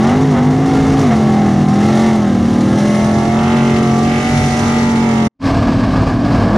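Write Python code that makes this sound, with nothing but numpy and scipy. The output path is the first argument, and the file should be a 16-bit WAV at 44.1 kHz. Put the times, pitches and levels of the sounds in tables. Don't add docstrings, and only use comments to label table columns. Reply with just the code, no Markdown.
import sys
import numpy as np
from scipy import signal
from scipy.fft import rfft, irfft, next_fast_len
from scipy.io import wavfile
from scipy.ndimage import uniform_filter1d, minimum_filter1d

SR = 44100
rng = np.random.default_rng(int(sys.argv[2]) if len(sys.argv) > 2 else 0)


def wav_record(signal):
    frames = np.transpose(np.atleast_2d(signal))
    bounded = np.clip(frames, -1, 1)
    quanta = np.round(bounded * 32767).astype(np.int16)
    wavfile.write(sys.argv[1], SR, quanta)


N = 289737

# (level [dB], path delay [s])
CYLINDERS = [(-5, 0.00014), (6.5, 0), (-0.5, 0.0025), (-2.5, 0), (-3, 0.00095), (-10.5, 0.0042),
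             (-6, 0.0016), (-24, 0.023)]


def burnout():
    # (time [s], cycle rate [Hz])
    run_up = [(0.0, 41.9), (0.144, 50.3), (0.246, 53.7), (0.302, 52.2), (0.358, 47.8), (0.562, 52.6),
              (0.686, 54.2), (0.756, 53.5), (0.998, 54.5), (1.044, 52.1), (1.11, 44.7)]
    top_gear = [(1.13, 43.7), (1.31, 43.0), (1.6, 39.5), (1.76, 40.7), (1.92, 43.4), (2.05, 44.7),
                (2.12, 43.9), (2.32, 39.4), (2.47, 38.0), (2.8, 41.5), (3.23, 43.3), (3.55, 46.1),
                (3.93, 44.6), (4.31, 47.0), (4.42, 46.4), (4.74, 46.5), (4.99, 45.9), (5.27, 44.1)]
    # (cycle rate [Hz], turbulent share before rolling [0-1])
    ragged_by_speed = [(38, .62), (41.5, .48), (46.5, .42), (51, .68)]
    # (frequency [Hz], level [dB])
    rumble_colour = [(20, -33), (40, -12), (65, -8), (100, 7.5), (135, -35.5), (175, -3), (260, -2),
                     (380, -5), (480, -10), (700, -23)]
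    bark_colour = [(330, -40), (480, -5), (620, -6), (760, 3), (950, -11.5), (1150, -3), (1400, -13.5),
                   (1900, -15)]
    rasp_colour = [(1000, -37), (1350, 4), (1500, -12), (1750, 2), (1950, 0), (2170, 4), (2380, -6.5),
                   (2750, 0.5), (3100, -2), (3700, -2), (5000, -27)]
    speed, = in_time(run_up + top_gear)
    cycles = np.cumsum(speed) / SR
    rolling = ramp(np.arange(N) / SR, 2.5, 3.1)
    ragged = np.interp(speed, *np.transpose(ragged_by_speed)) * (1 - .33 * rolling)
    boom, bark, rasp = exhaust_note(cycles, speed, flutter_db=(1.0, 2.0, 2.6),
                                    fading_db=(.6, 2.2, 2.2), wander=(.09, .2, .3))
    surge = rms_one(from_db(0.92 * boom))
    gas = surge * throb(cycles, depth_db=1.5) * rng.standard_normal(N)
    bark = blend(bark, rms_one(colour(gas, bark_colour)), ragged)
    rasp = blend(rasp, rms_one(colour(gas, rasp_colour)), .1 + ragged)
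    pulses = firings(cycles, uneven_db=2.5, jitter_s=.00002, cut_share=0)
    rasp = blend(echoed(colour(pulses, rasp_colour)), rasp, rough=.93)
    crackle = shock_crackle(cycles, surge)
    exhaust = mix_voices(speed, rumble=noise(rumble_colour), boom=boom, bark=bark, rasp=rasp, crackle=crackle)
    return exhaust + pipe_bite(cycles, pulses) + pipe_drone()


def exhaust_note(cycles, speed, flutter_db, fading_db, wander):
    # (level behind the car [dB], level beside it [dB])
    harmonics = [(-30.5, -22), (-23.5, -19), (-9.5, -7.5), (-11.5, -11.5), (0.5, 0), (-15, -12),
                 (-13.5, -17), (-8, -14), (-14.5, -14.5), (-18, -10), (-15, -27), (-33.5, -19), (-16, -11),
                 (-12, -22), (-28.5, -30.5), (-15, -12), (-25, -27), (-15.5, -18), (-14.5, -16), (-31, -29),
                 (-14.5, -20), (-21.5, -25.5), (-36, -26), (-25, -18.5), (-45, -30.5), (-16, -13.5),
                 (-28, -17.5), (-49, -34), (-32, -14), (-40, -21.5), (-16, -21), (-24, -36), (-44, -32),
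                 (-24.5, -23.5), (-36.5, -22.5), (-43, -25), (-53.5, -47), (-46, -22), (-19.5, -42),
                 (-31, -34.5), (-21, -28), (-44, -16.5), (-31, -25), (-37.5, -37.5), (-34.5, -40.5),
                 (-25, -29.5), (-38, -24.5), (-52, -39.5), (-26, -34), (-32.5, -26)]
    # (time [s], frequency [Hz], lift [dB])
    bark_peak = [(0, 776, 10.5), (.55, 743, 6.5), (1.0, 720, 7.5), (1.25, 760, 14), (2.1, 745, 8),
                 (2.5, 530, 2.5), (2.85, 594, 7), (3.25, 710, 9), (3.6, 700, 2), (4.0, 761, 15.5),
                 (4.55, 780, 6), (4.9, 915, 11)]
    peak_hz, lift_db = in_time(bark_peak)
    beside, = in_time([(3.15, 0.069), (3.55, 0.89)])
    sag = ramp(speed, 42.5, 38.1)
    sag_lift_db = {6: 17, 7: 7}
    sound, power = np.zeros((2, 3, N))
    for k, (behind_db, beside_db) in enumerate(harmonics, 1):
        group = int(k > 10) + int(k > 30)
        line_db = behind_db + beside * (beside_db - behind_db) + sag * sag_lift_db.get(k, 0)
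        if k == len(CYLINDERS):
            line_db += 7.5 * swell(at_s=3.84, length_s=0.49)
        if group == 0:
            line_db += 3.9 * bump(k * speed, centre_hz=234, width_hz=20)
            line_db -= 12.0 * bump(k * speed, centre_hz=528, width_hz=37)
        if group == 1:
            line_db += lift_db * bump(k * speed, peak_hz, width_hz=62)
        if group == 2:
            line_db += 9.4 * bump(k * speed, centre_hz=2085, width_hz=91)
        gain = from_db(line_db + flutter_db[group] * drift(5.1) + fading_db[group] * drift(3.7))
        phase = 2 * np.pi * (k * cycles + rng.random()) + wander[group] * drift(28.0)
        sound[group] += gain * np.sin(phase)
        power[group] += gain ** 2 / 2
    return sound / np.sqrt(power)


def mix_voices(speed, **voices):
    # (time [s], effort above its mean [dB])
    effort = [(0, 1), (.12, -0.8), (.25, -2.2), (.62, -3.2), (.74, 0.3), (1.1, 0.5), (1.68, -1.5),
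              (1.92, 3), (2.06, 3), (2.2, -2), (2.55, -1.5), (2.9, 1.3), (3.35, -1.0), (4.05, 1.2),
              (4.4, 3.5), (4.75, 3), (4.92, 0.2), (5.25, -1.0)]
    # (time [s], length [s], strength [0-1])
    shifts = [(0.09, 0.073, 0.74), (0.375, .035, 0.84), (1.126, 0.024, 0.8)]
    responses = {"rumble": (-23, 0.56, 3, 8, 3.5), "boom": (-10.5, 0.36, -1.0, -3.5, 0.5),
                 "bark": (-20.5, .5, 6.5, 1.1, -2), "rasp": (-32, 1.2, 6, -3.2, -2.5),
                 "crackle": (-37, 1.23, -0.4, .2, 1)}
    # (time [s], boom [dB], bark [dB], rasp [dB])
    beaming = [(.9, 0, -2.5, -0.5), (1.3, -1, 0, -1), (2.65, -1.5, -3, 0), (3.25, -3.5, 0.5, 0.5),
               (3.45, -2, 0.5, 3), (3.72, -2, -2.5, 2), (4.0, -3.5, -0.5, -4.5), (4.15, -5, -3, 1),
               (4.45, -9.5, -2.5, -2), (4.8, -3.5, -3.5, -0.5), (5.2, -1.5, -2, 1.5)]
    effort_db, = in_time(effort)
    beam_db = dict(zip(("boom", "bark", "rasp"), in_time(beaming)))
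    flare = sum(strength * swell(s, length_s) for s, length_s, strength in shifts)
    top, bogged = ramp(speed, 47, 58), ramp(speed, 40.8, 38.1)
    mix = 0
    for name, (base_db, slope, shift_db, top_db, bogged_db) in responses.items():
        level_db = base_db + slope * effort_db + shift_db * flare + top_db * top + bogged_db * bogged
        mix += from_db(level_db + beam_db.get(name, 0)) * voices[name]
    return mix


def start_line():
    # (time [s], cycle rate [Hz])
    revs = [(5.4, 38.8), (5.7, 39.0), (6.0, 37), (6.3, 40.6), (6.4, 38.2), (6.48, 38), (6.57, 43.7)]
    # (time [s], rumble [dB], bark [dB], crackle [dB])
    levels = [(5.47, -14, -23.5, -34), (5.65, -13.5, -23.5, -36.5), (5.92, -14, -23.5, -37),
              (6.15, -10.5, -22, -36), (6.4, -14, -22.5, -36.5), (6.57, -15, -19.5, -37.5)]
    # (multiple of the cycle rate, level on the limiter [dB], level fully free [dB])
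    partials = [(2.77, -23.5, -23), (5, -27.5, -10.5), (6, -20, -22), (7, -18.5, -31), (8, -35, -18),
                (12, -38.5, -30.5), (16.5, -43, -38), (17.45, -35, -34)]
    # (frequency [Hz], level [dB])
    rumble_colour = [(20, -39), (42, 2.5), (70, -3.5), (105, 4), (145, -0.5), (200, -2.5), (290, -11),
                     (350, -9.5), (550, -28)]
    bark_colour = [(190, -24), (330, -13), (380, -14.5), (476, -4), (595, 0.5), (691, 2), (916, -5),
                   (1050, -2), (1170, 0), (1360, -13), (1670, -6.5), (1870, -18.5), (1970, -28),
                   (2230, -26), (2400, -53), (3120, -42), (5280, -120)]
    crackle_colour = [(1290, -27), (2200, -1), (3530, -7), (4570, -6), (5240, -8), (6300, -15),
                      (8350, -21.5), (9800, -27.5), (11900, -32), (15000, -57)]
    speed, = in_time(revs)
    let_go, = in_time([(6.41, 0.038), (6.53, 0.86)])
    rumble_db, bark_db, crackle_db = in_time(levels)
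    cycles = np.cumsum(speed) / SR
    bangs = firings(cycles, uneven_db=3.5, jitter_s=0.0003, cut_share=.3)
    gas = puffs(bangs, decay_s=0.018, steady=0.84)
    rumble = from_db(rumble_db - 2.5) * rms_one(colour(gas, rumble_colour))
    bark = blend(echoed(colour(bangs, bark_colour)), rms_one(colour(gas, bark_colour)), rough=0.91)
    crackle = from_db(crackle_db + 2.0) * rms_one(colour(gas, crackle_colour))
    note = 0
    for k, held_db, free_db in partials:
        gain = np.sqrt(2) * from_db(held_db + let_go * (free_db - held_db) + 2.8 * drift(4.5))
        note += gain * np.sin(2 * np.pi * k * cycles + 0.63 * drift(15.5))
    return rumble + from_db(bark_db + 1.2) * bark + crackle + note


def firings(cycles, uneven_db, jitter_s, cut_share):
    k = np.arange(int(cycles[-1] * len(CYLINDERS)))
    cylinder_db, path_s = np.array(CYLINDERS)[k % len(CYLINDERS)].T
    timing, force = rng.standard_normal((4096, 2))[k].T
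    fired = rng.random(4096)[k] >= cut_share
    arrival = np.interp(k / len(CYLINDERS), cycles, np.arange(N)) + SR * (path_s + jitter_s * timing)
    strength = fired * from_db(cylinder_db + uneven_db * np.minimum(force, 2.5))
    return np.bincount(np.maximum(arrival, 0).astype(int), strength, N)[:N]


def puffs(pulses, decay_s, steady):
    burst = rms_one(signal.lfilter([1], [1, -np.exp(-1 / (decay_s * SR))], pulses + 1e-18))
    return rms_one((steady + burst) * rng.standard_normal(N))


def throb(cycles, depth_db):
    return rms_one(from_db(depth_db * np.cos(2 * np.pi * (cycles - 2 / len(CYLINDERS)))))


def pipe_drone():
    # (time [s], level [dB])
    levels = [(0, -24), (.4, -16.5), (1.3, -20), (1.8, -16), (2.15, -31), (3.2, -21.5), (4.5, -21.5),
              (4.9, -33)]
    # (frequency [Hz], level [dB])
    spectrum = [(100, -9), (126, -24.5), (138, 0.5), (152, 2.5), (164, -26.5), (200, -13.5)]
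    drone_hz = 141
    level_db, = in_time(levels)
    tone = rms_one(np.sin(2 * np.pi * drone_hz * np.arange(N) / SR + 1.9 * drift(4.6)))
    return from_db(level_db) * blend(tone, noise(spectrum), rough=0.68)


def shock_crackle(cycles, surge):
    # (frequency [Hz], level [dB])
    spectrum = [(2200, -13), (3300, -4), (4000, 0.5), (4900, -0.5), (5800, 2), (6900, -2.5), (8100, -10),
                (9000, -8.5), (10000, -13), (12500, -22.5), (15000, -36.5)]
    shocks = firings(cycles, uneven_db=6.0, jitter_s=.00003, cut_share=0)
    hiss = surge * throb(cycles, depth_db=0.5) * puffs(shocks, decay_s=0.011, steady=1.0)
    return blend(echoed(colour(shocks, spectrum)), rms_one(colour(hiss, spectrum)), rough=0.99)


def pipe_bite(cycles, pulses):
    # (time [s], length [s], level [dB])
    sweeps = [(3.601, 0.2, -37), (4.144, 0.1, -41), (4.6, 0.71, -43.5)]
    # (frequency [Hz], level [dB])
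    spectrum = [(2200, -10), (2600, 8), (2850, 0), (3150, 3), (3600, -38)]
    level = sum(from_db(db) * swell(s, length_s) for s, length_s, db in sweeps)
    return level * throb(cycles, depth_db=1.0) * echoed(colour(pulses, spectrum))


def tyres():
    # (time [s], length [s], level [dB])
    sizzles = [(2.93, 0.35, -42.5), (4.45, 0.25, -40)]
    # (frequency [Hz], level [dB])
    spectrum = [(4500, -17), (5700, 3.5), (6800, -4), (8100, -26), (9000, 1), (10000, -15), (14000, -28)]
    level = sum(from_db(db) * swell(s, length_s) for s, length_s, db in sizzles)
    return level * from_db(1.5 * drift(30)) * noise(spectrum)


def wind(breeze_db=-45):
    # (time [s], length [s], level above the breeze [dB])
    gusts = [(0.843, .17, 19), (4.43, .18, 15)]
    # (frequency [Hz], level [dB])
    spectrum = [(18, -29), (32, -18), (45, -9.5), (62, -4), (110, -35)]
    level_db = breeze_db + sum(db * swell(s, length_s) for s, length_s, db in gusts)
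    return from_db(level_db) * noise(spectrum)


def echoed(x):
    # (delay [s], level [dB])
    echoes = [(.0031, -3), (.0127, -0.5), (.037, -15.5), (.071, 0)]
    n = np.arange(N)
    return rms_one(x + sum(from_db(db) * np.interp(n - s * SR, n, x, left=0) for s, db in echoes))


def spread(x, scatter_s, count=4):
    # (time [s], side level [dB])
    opening = [(0, -96), (2.7, -21), (2.95, -4), (3.3, -2), (5.3, 3), (5.38, -51)]
    # (frequency [Hz], side against mid [dB])
    width = [(60, -21), (130, -42), (230, -32), (400, -20), (700, -9), (1300, -8), (2300, -0.5), (4400, -6),
             (8000, -3.5), (14000, -4)]
    # (frequency [Hz], left minus right [dB])
    balance = [(20, .5), (400, 0), (700, -2), (1300, -5), (2300, 3), (4400, -1), (8000, -4.5), (15000, 5)]
    opening_db, = in_time(opening)
    t = np.arange(4096) / SR
    paths = rng.standard_normal((count, len(t))) * np.exp(-t / scatter_s)
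    shares = np.array([drift(2.45) for _ in paths])
    shares /= np.linalg.norm(shares, axis=0)
    scattered = sum(share * signal.fftconvolve(x, path / np.linalg.norm(path))[:N]
                    for share, path in zip(shares, paths))
    left = colour(x, [(hz, db / 2) for hz, db in balance])
    right = colour(x, [(hz, -db / 2) for hz, db in balance])
    side = from_db(opening_db) * (colour(scattered, width) + (left - right) / 2)
    return np.array([x + side, x - side])


def from_db(db):
    return 10 ** (np.asarray(db) / 20)


def rms_one(x):
    return x / np.sqrt(np.mean(x ** 2) + 1e-20)


def in_time(rows):
    s, *columns = np.transpose(rows)
    return [np.interp(np.arange(N) / SR, s, c) for c in columns]


def colour(x, spectrum):
    size = next_fast_len(N + 8192)
    hz, db = np.transpose(spectrum)
    bins = np.maximum(np.arange(size // 2 + 1) * SR / size, 1)
    octaves_outside = np.maximum(np.log2(bins / hz[-1]), 0) + np.maximum(np.log2(hz[0] / bins), 0)
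    gain = from_db(np.interp(np.log(bins), np.log(hz), db) - 36 * octaves_outside)
    return irfft(rfft(x, size) * gain, size)[:N]


def noise(spectrum):
    return rms_one(colour(rng.standard_normal(N), spectrum))


def drift(rate_hz, size=4096):
    hz = np.arange(size // 2 + 1) * SR / N
    slow = irfft(rfft(rng.standard_normal(size)) / (1 + (hz / rate_hz) ** 2))
    return np.interp(np.arange(N) * (size / N), np.arange(size), rms_one(slow))


def blend(clean, noisy, rough):
    rough = np.clip(rough, 0, 1)
    return np.sqrt(1 - rough ** 2) * clean + rough * noisy


def bump(hz, centre_hz, width_hz):
    return 1 / (1 + ((hz - centre_hz) / width_hz) ** 2)


def swell(at_s, length_s):
    return np.exp(-((np.arange(N) / SR - at_s) / length_s) ** 2)


def ramp(x, start, end):
    return np.clip((x - start) / (end - start), 0, 1)


def scene():
    t = np.arange(N) / SR
    change_s, level_db, gap_db = 5.35, 0.5, -64
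    fade_out = ramp(t, 5.285, 5.272) ** 2
    fade_in = ramp(t, 5.388, 5.459) ** 2
    track = np.where(t < change_s, burnout() + tyres() + wind(), start_line())
    return spread(track, scatter_s=0.0076) * (from_db(level_db) * (fade_out + fade_in) + from_db(gap_db))


def record(dry):
    ceiling, hold_s, stop_hz = 0.8, 0.012, 15900
    hold = int(hold_s * SR)
    gain = np.minimum(1, ceiling / (np.abs(dry).max(axis=0) + 1e-9))
    held = dry * uniform_filter1d(minimum_filter1d(gain, hold), hold)
    return signal.sosfilt(signal.cheby2(14, 60, stop_hz, fs=SR, output="sos"), held)


dry = scene()
out = record(dry)
wav_record(out)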